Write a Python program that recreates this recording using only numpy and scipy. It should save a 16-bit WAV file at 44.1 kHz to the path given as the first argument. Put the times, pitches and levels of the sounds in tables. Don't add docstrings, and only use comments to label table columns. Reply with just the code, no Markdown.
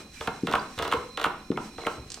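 import sys
import numpy as np
from scipy import signal
from scipy.fft import rfft, irfft
from scipy.io import wavfile
from scipy.ndimage import uniform_filter1d

SR = 44100
rng = np.random.default_rng(int(sys.argv[2]) if len(sys.argv) > 2 else 0)


def pcm_store(signal):
    levels = np.round(np.clip(np.atleast_2d(signal), -1, 1) * 32767)
    wavfile.write(sys.argv[1], SR, levels.astype(np.int16).T)


N = 97020

# f/Hz, level/dB
RUMBLE_SPECTRUM = [(15, -1.5), (28, 1), (60, 3), (110, -2.5), (220, 1.5), (500, -20), (1200, -27),
                   (2500, -20), (5000, -21), (8500, -25), (11000, -26.5), (16000, -37.5)]
# f/Hz, half width/Hz, level/dB
WHINES = [(2457, 39, -62.5), (4060, 53, -54), (5470, 42, -64), (6190, 81, -72.5), (7620, 120, -77),
          (8500, 70, -70)]
# t/s, gain/dB
WHINE_SWELL = [(0, -4), (.72, -4), (.9, 5), (1.08, -4), (1.14, 6), (1.22, 0), (1.36, -7), (1.73, -4),
               (1.82, 6), (1.93, -1.5), (2.2, -5)]
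# f/Hz, time to fade by 60 dB/s, level against the direct sound/dB
ROOM_BANDS = [(60, 0.32, 1.5), (240, 1, -5.5), (503, 0.46, -1.5), (1040, 0.39, -2.5), (2000, 0.56, -6.5),
              (4620, 0.48, -8.5), (13000, 0.35, -8)]
# delay/s, level/dB
WALL_ECHOES = [(.0102, -13), (.0182, -17), (.0265, -16)]
# f/Hz, level of what differs between the ears against what they share/dB
WIDTH = [(40, -38), (170, -22), (350, -20), (700, -7.5), (1400, -9), (2800, -2), (5500, -5.5), (11000, 5.5)]
# f/Hz, left minus right/dB
BALANCE = [(100, 0), (350, 1.5), (700, -1.5), (1300, -1), (2800, -3), (5500, -6), (12000, -2)]
# middle t/s, half length/s, level/dB
BRUSHES = [(0, 0.039, -51), (0.215, 0.052, -48), (0.407, 0.16, -56.5), (0.65, 0.15, -56),
           (0.932, 0.15, -54.5), (1.653, 0.04, -49), (1.88, 0.079, -50), (2.136, 0.045, -50.5)]
# t/s, level/dB
STEPS = [(0.206, -40.5), (0.778, -35), (.82, -38), (0.971, -35.5), (1.981, -39.5), (1.997, -36.5),
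         (2.016, -43), (2.063, -45)]
TICKS = [(2.103, -37.5), (2.119, -35), (2.143, -34.5)]
SNAPS = [(0.5128, -41), (0.7777, -56), (0.8239, -36), (0.8778, -40.5), (1.215, -42.5)]
# t/s, f/Hz, length/s, level/dB
SQUEAKS = [(0.151, 2420, 0.045, -46), (.5935, 4940, 0.0069, -35.5), (0.936, 468, 0.027, -22),
           (1.055, 488, 0.012, -42.5), (1.558, 2170, 0.012, -41), (1.812, 2120, 0.015, -41.5),
           (1.8494, 2110, 0.0067, -32.5)]
# start t/s, end t/s, level/dB
SLIDES = [(0.21, 0.28, -48), (0.481, 0.559, -39), (0.785, 0.884, -38.5), (0.905, 0.936, -39),
          (1.18, 1.244, -39), (1.787, 1.867, -46)]
# t/s, level/dB, treble tilt/dB per octave, pitch ratio
THUMPS = [(.279, -37, -6, 0.72), (0.4334, -21, 0, 0.94), (1.5029, -19, -0.5, 1.07), (1.863, -32, 13, 1.3)]
# t/s, level/dB, treble tilt/dB per octave
CLICKS = [(0.2088, -29, -1.5), (0.47, -25, -0.5), (0.4823, -29, -6), (0.495, -38.5, 1), (0.5153, -33.5, -4),
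          (0.5252, -28.5, 2), (0.7783, -35, -1), (0.788, -27.5, 3), (0.795, -26, -5.5), (0.8111, -34, -4.5),
          (0.824, -25.5, -2.5), (0.83, -33.5, 0), (0.8507, -32, 0.5), (0.8774, -29.5, -4),
          (0.915, -28.5, 0), (.935, -29.5, 1), (1.1738, -25.5, 0), (1.198, -33.5, 2), (1.2143, -29.5, 1.5),
          (1.229, -35, 3), (1.5153, -35, -3.5), (1.7811, -32.5, -5.5), (1.819, -54, -10), (2.17, -41, -4.5)]
# t/s, level/dB, treble tilt/dB per octave, bass boost/dB, pitch ratio
KNOCKS = [(-.1, -22.5, 3.5, 22.5, 0.98), (0.2731, -22.5, 0.5, 1.5, 1.114), (0.277, -25, 2, 13, 0.73),
          (.5363, -16, -3, -6, 1), (0.5532, -18, -1, -1, 1.07), (0.9235, -17, 0, -8.5, 0.98),
          (0.9371, -25.5, 3.5, 23, 0.89), (1.2411, -16, 0.5, -10, 1.06), (1.2547, -24, 0.5, 2, 0.97),
          (1.2605, -22.5, 0.5, 12, 0.98), (1.5729, -24, -2, 0, 0.98), (1.8673, -19, 1, 8.5, 0.98)]
# f/Hz, level/dB, time to fade by 60 dB/s
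PANEL_NOTES = [(170.7, -11, 0.67), (219.5, -10.5, 0.51), (309.7, -13, 0.41), (363, -12, 0.12),
               (474, -13, 0.16), (753, -27, 1), (817.6, -12, 0.14), (994, -52, 0.8), (1032, -19, 0.45),
               (1122, -17.5, 0.067), (1143, -35, 0.37), (1293, -27, 0.13), (2126, -19, 0.56)]
# f/Hz, level/dB
FUR_SPECTRUM = [(300, -16), (1500, 5), (2400, 7), (3400, 1.5), (5000, 2), (5900, 5.5), (6900, -0.5),
                (8400, 4), (9500, -6), (11000, -6), (16000, -19)]
STEP_SPECTRUM = [(20, -24), (60, 4), (110, 8), (220, -7), (450, -2), (2000, -59)]
TICK_SPECTRUM = [(300, -15), (1800, -13.5), (3000, -9.5), (4800, 1), (6500, -2.5), (8500, -0.5),
                 (9500, -24.5), (16000, -36)]
SNAP_SPECTRUM = [(1000, -40), (3400, 11.5), (5000, 10.5), (9000, 0.5), (12000, 1), (15300, -1),
                 (17000, -16)]
THUMP_SPECTRUM = [(30, -36), (80, -13.5), (150, -1.5), (250, 3.5), (360, 2.5), (500, -7.5), (700, -41),
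                  (1200, -64), (3000, -92), (16000, -120)]
CLICK_SPECTRUM = [(50, -28), (200, -20), (450, 1.5), (750, -3), (1300, 3.5), (1800, -5), (2100, -3.5),
                  (2400, -9), (2850, -2.5), (3100, -7), (3450, -1), (4000, -7), (4900, -17), (8000, -24),
                  (16000, -48)]
KNOCK_SPECTRUM = [(50, -23), (150, -16), (400, -6), (760, -4.5), (1100, 3.5), (1400, 1.5), (1750, -11),
                  (2200, -10.5), (3300, -11.5), (4700, -26), (8000, -30), (16000, -52)]

LEAD_S = .2
BASS_HZ = 564
BEND_S, CLAW_BEND_S, THUMP_BEND_S = .0076, .0055, .00065
# level/dB, decay time/s, mainly above f/Hz
KNOCK_GRIT, CLICK_GRIT, TICK_GRIT = (7, .0028, 1200), (5, .003, 550), (0, .0028, 980)


def undb(db):
    return 10 ** (np.asarray(db) / 20)


def unit(x):
    return x / np.sqrt(np.mean(x ** 2))


def freqs(size):
    return np.maximum(np.fft.rfftfreq(size, 1 / SR), 1)


def read(points, hz):
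    row_hz, row_db = np.array(points, float).T
    return np.interp(np.log(hz), np.log(row_hz), row_db)


def colour(x, db):
    return irfft(rfft(x) * undb(db), x.shape[-1])


def taper(x):
    return x * np.minimum(np.linspace(2, 0, len(x)), 1) ** 2


def add(track, s, x):
    i = max(int((s + LEAD_S) * SR), 0)
    part = x[:max(len(track) - i, 0)]
    track[i:i + len(part)] += part


def diffuse(size):
    mid, side = rng.standard_normal((2, size))
    side_db = read(WIDTH, freqs(size))
    stereo = mid + np.array([[1], [-1]]) * colour(side, side_db)
    return colour(stereo, -10 * np.log10(1 + undb(side_db) ** 2))


def background():
    t, hz = np.arange(N) / SR, freqs(N)
    tones = []
    for centre_hz, half_width, db in WHINES:
        peak_db = -20 * np.log10(1 + ((hz - centre_hz) / half_width) ** 2)
        tones.append(undb(db) * unit(colour(diffuse(N), peak_db)))
    tones[1] *= undb(np.interp(t, *np.array(WHINE_SWELL).T))
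    rumble = unit(colour(diffuse(N), read(RUMBLE_SPECTRUM, hz)))
    return sum(tones) + undb(-52.5) * rumble


def walls(x, dull_above_hz=670):
    hz = freqs(len(x))
    echoes = sum(undb(db) * np.exp(-2j * np.pi * hz * delay) for delay, db in WALL_ECHOES)
    return irfft(rfft(x) * echoes / (1 + (hz / dull_above_hz) ** 2), len(x))


def room(x, build_up_s=.005, early_top_hz=7000):
    t, hz = np.arange(SR) / SR, freqs(SR)
    onset = np.clip(2 * t / build_up_s - 1, 0, 1)

    def fade(fade_s):
        shape = onset * undb(-60 * t / fade_s)
        return shape / np.sqrt(np.sum(shape ** 2))
    early_db = -7.5 - 15 / (1 + (hz / BASS_HZ) ** 4) - 10 * np.log10(1 + (hz / early_top_hz) ** 2)
    echoes = colour(diffuse(SR), early_db) * fade(fade_s=.14)
    tail = rfft(diffuse(SR))
    log_centres = np.log([row[0] for row in ROOM_BANDS])
    for (_, fade_s, db), this_band in zip(ROOM_BANDS, np.eye(len(ROOM_BANDS))):
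        band = np.interp(np.log(hz), log_centres, this_band)
        echoes += undb(db) * irfft(tail * band, SR) * fade(fade_s)
    return x + walls(x) + signal.fftconvolve(x[None], echoes, axes=1)[:, :len(x)]


def fur(rubs_per_s=45, spread_db=2.5):
    t = np.arange(N) / SR
    swell = sum(undb(db) * np.exp(-.5 * ((t - s) / half) ** 2) for s, half, db in BRUSHES)
    rubs = np.arange(0, t[-1], 1 / rubs_per_s)
    grip = undb(np.interp(t, rubs, spread_db * rng.standard_normal(len(rubs))))
    hiss = unit(colour(diffuse(N), read(FUR_SPECTRUM, freqs(N))))
    return swell * grip * hiss


def blow(spectrum, bend_s, tilt_db=0, bass_db=0, pitch=1, size=4096):
    hz = freqs(size)
    khz = hz / 1000
    db = read(spectrum, hz / pitch) + tilt_db * np.log2(np.maximum(khz, .1))
    db += bass_db / (1 + (hz / BASS_HZ) ** 4)
    cepstrum = irfft(np.log(undb(db)))
    cepstrum[1:size // 2] *= 2
    cepstrum[size // 2 + 1:] = 0
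    low_khz, high_khz = .75, 3.5
    late_s = bend_s * (1 / np.sqrt(np.clip(khz, low_khz, high_khz)) - 1 / np.sqrt(high_khz))
    phase_lag = 2 * np.pi * (np.cumsum(late_s) - late_s[0]) * SR / size
    x = taper(irfft(np.exp(rfft(cepstrum) - 1j * phase_lag)))
    return x / np.sqrt(np.sum(x ** 2) / (.005 * SR))


def gritty(x, db, decay_s, above_hz, smooth_hz=350):
    t = np.arange(len(x)) / SR
    burst = rng.standard_normal(len(x)) * np.exp(-t / decay_s)
    share = undb(db) / (1 + (above_hz / freqs(len(x))) ** 3)
    scatter = 1 + share * rfft(burst / np.sqrt(np.sum(burst ** 2)))
    power = uniform_filter1d(np.abs(scatter) ** 2, int(smooth_hz * len(x) / SR))
    return taper(irfft(rfft(x) * scatter / np.sqrt(power)))


def paws(size):
    x = np.zeros(size)
    for s, db in STEPS:
        add(x, s, undb(db) * blow(STEP_SPECTRUM, bend_s=0))
    for s, db in TICKS:
        add(x, s, undb(db) * gritty(blow(TICK_SPECTRUM, CLAW_BEND_S), *TICK_GRIT))
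    for s, db in SNAPS:
        add(x, s, undb(db) * gritty(blow(SNAP_SPECTRUM, CLAW_BEND_S), *CLICK_GRIT))
    return x


def squeaks(size, waver_depth=.056):
    x = np.zeros(size)
    for s, hz, length_s, db in SQUEAKS:
        waver = unit(uniform_filter1d(rng.standard_normal(4096), size=40))[:int(length_s * SR)]
        phase = 2 * np.pi * np.cumsum(hz * (1 + waver_depth * waver)) / SR
        add(x, s, undb(db) * np.hanning(len(waver)) * np.sin(phase))
    return x


def chatter(size, slips_per_s=510, spread_db=5.5):
    t = np.arange(size) / SR - LEAD_S
    slips = rng.random(size) < slips_per_s / SR
    strength = undb(spread_db * rng.standard_normal(size)) * rng.choice([-1, 1], size)
    click = gritty(blow(CLICK_SPECTRUM, BEND_S, tilt_db=-4), *CLICK_GRIT)
    force = sum(undb(db) * ((t > start) & (t < end)) for start, end, db in SLIDES)
    return force * unit(signal.fftconvolve(slips * strength, click)[:size])


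def door(size):
    x = chatter(size)
    for s, db, tilt_db, bass_db, pitch in KNOCKS:
        knock = blow(KNOCK_SPECTRUM, BEND_S, tilt_db, bass_db, pitch)
        add(x, s, undb(db) * gritty(knock, *KNOCK_GRIT))
    for s, db, tilt_db in CLICKS:
        add(x, s, undb(db) * gritty(blow(CLICK_SPECTRUM, BEND_S, tilt_db), *CLICK_GRIT))
    for s, db, tilt_db, pitch in THUMPS:
        add(x, s, undb(db) * blow(THUMP_SPECTRUM, THUMP_BEND_S, tilt_db, pitch=pitch))
    t = np.arange(SR) / SR
    ring = sum(undb(db - 60 * t / fade_s) * np.sin(2 * np.pi * hz * t) * np.sqrt(hz / fade_s)
               for hz, db, fade_s in PANEL_NOTES)
    return x + signal.fftconvolve(x, 2 * np.pi * ring / SR)[:size]


def scene():
    size = N + int(LEAD_S * SR)
    contacts = door(size) + squeaks(size) + paws(size)
    return room(contacts)[:, -N:] + fur() + background()


def record(dry, lag_s=.00002, top_hz=16000):
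    hz = freqs(N)
    sides = np.array([[1], [-1]]) / 2
    balance = undb(sides * read(BALANCE, hz))
    time_shift = np.exp(2j * np.pi * hz * sides * lag_s)
    x = irfft(rfft(dry) * balance * time_shift, N)
    return signal.sosfilt(signal.ellip(10, .2, 80, top_hz, fs=SR, output="sos"), x)


dry = scene()
out = record(dry)
pcm_store(out)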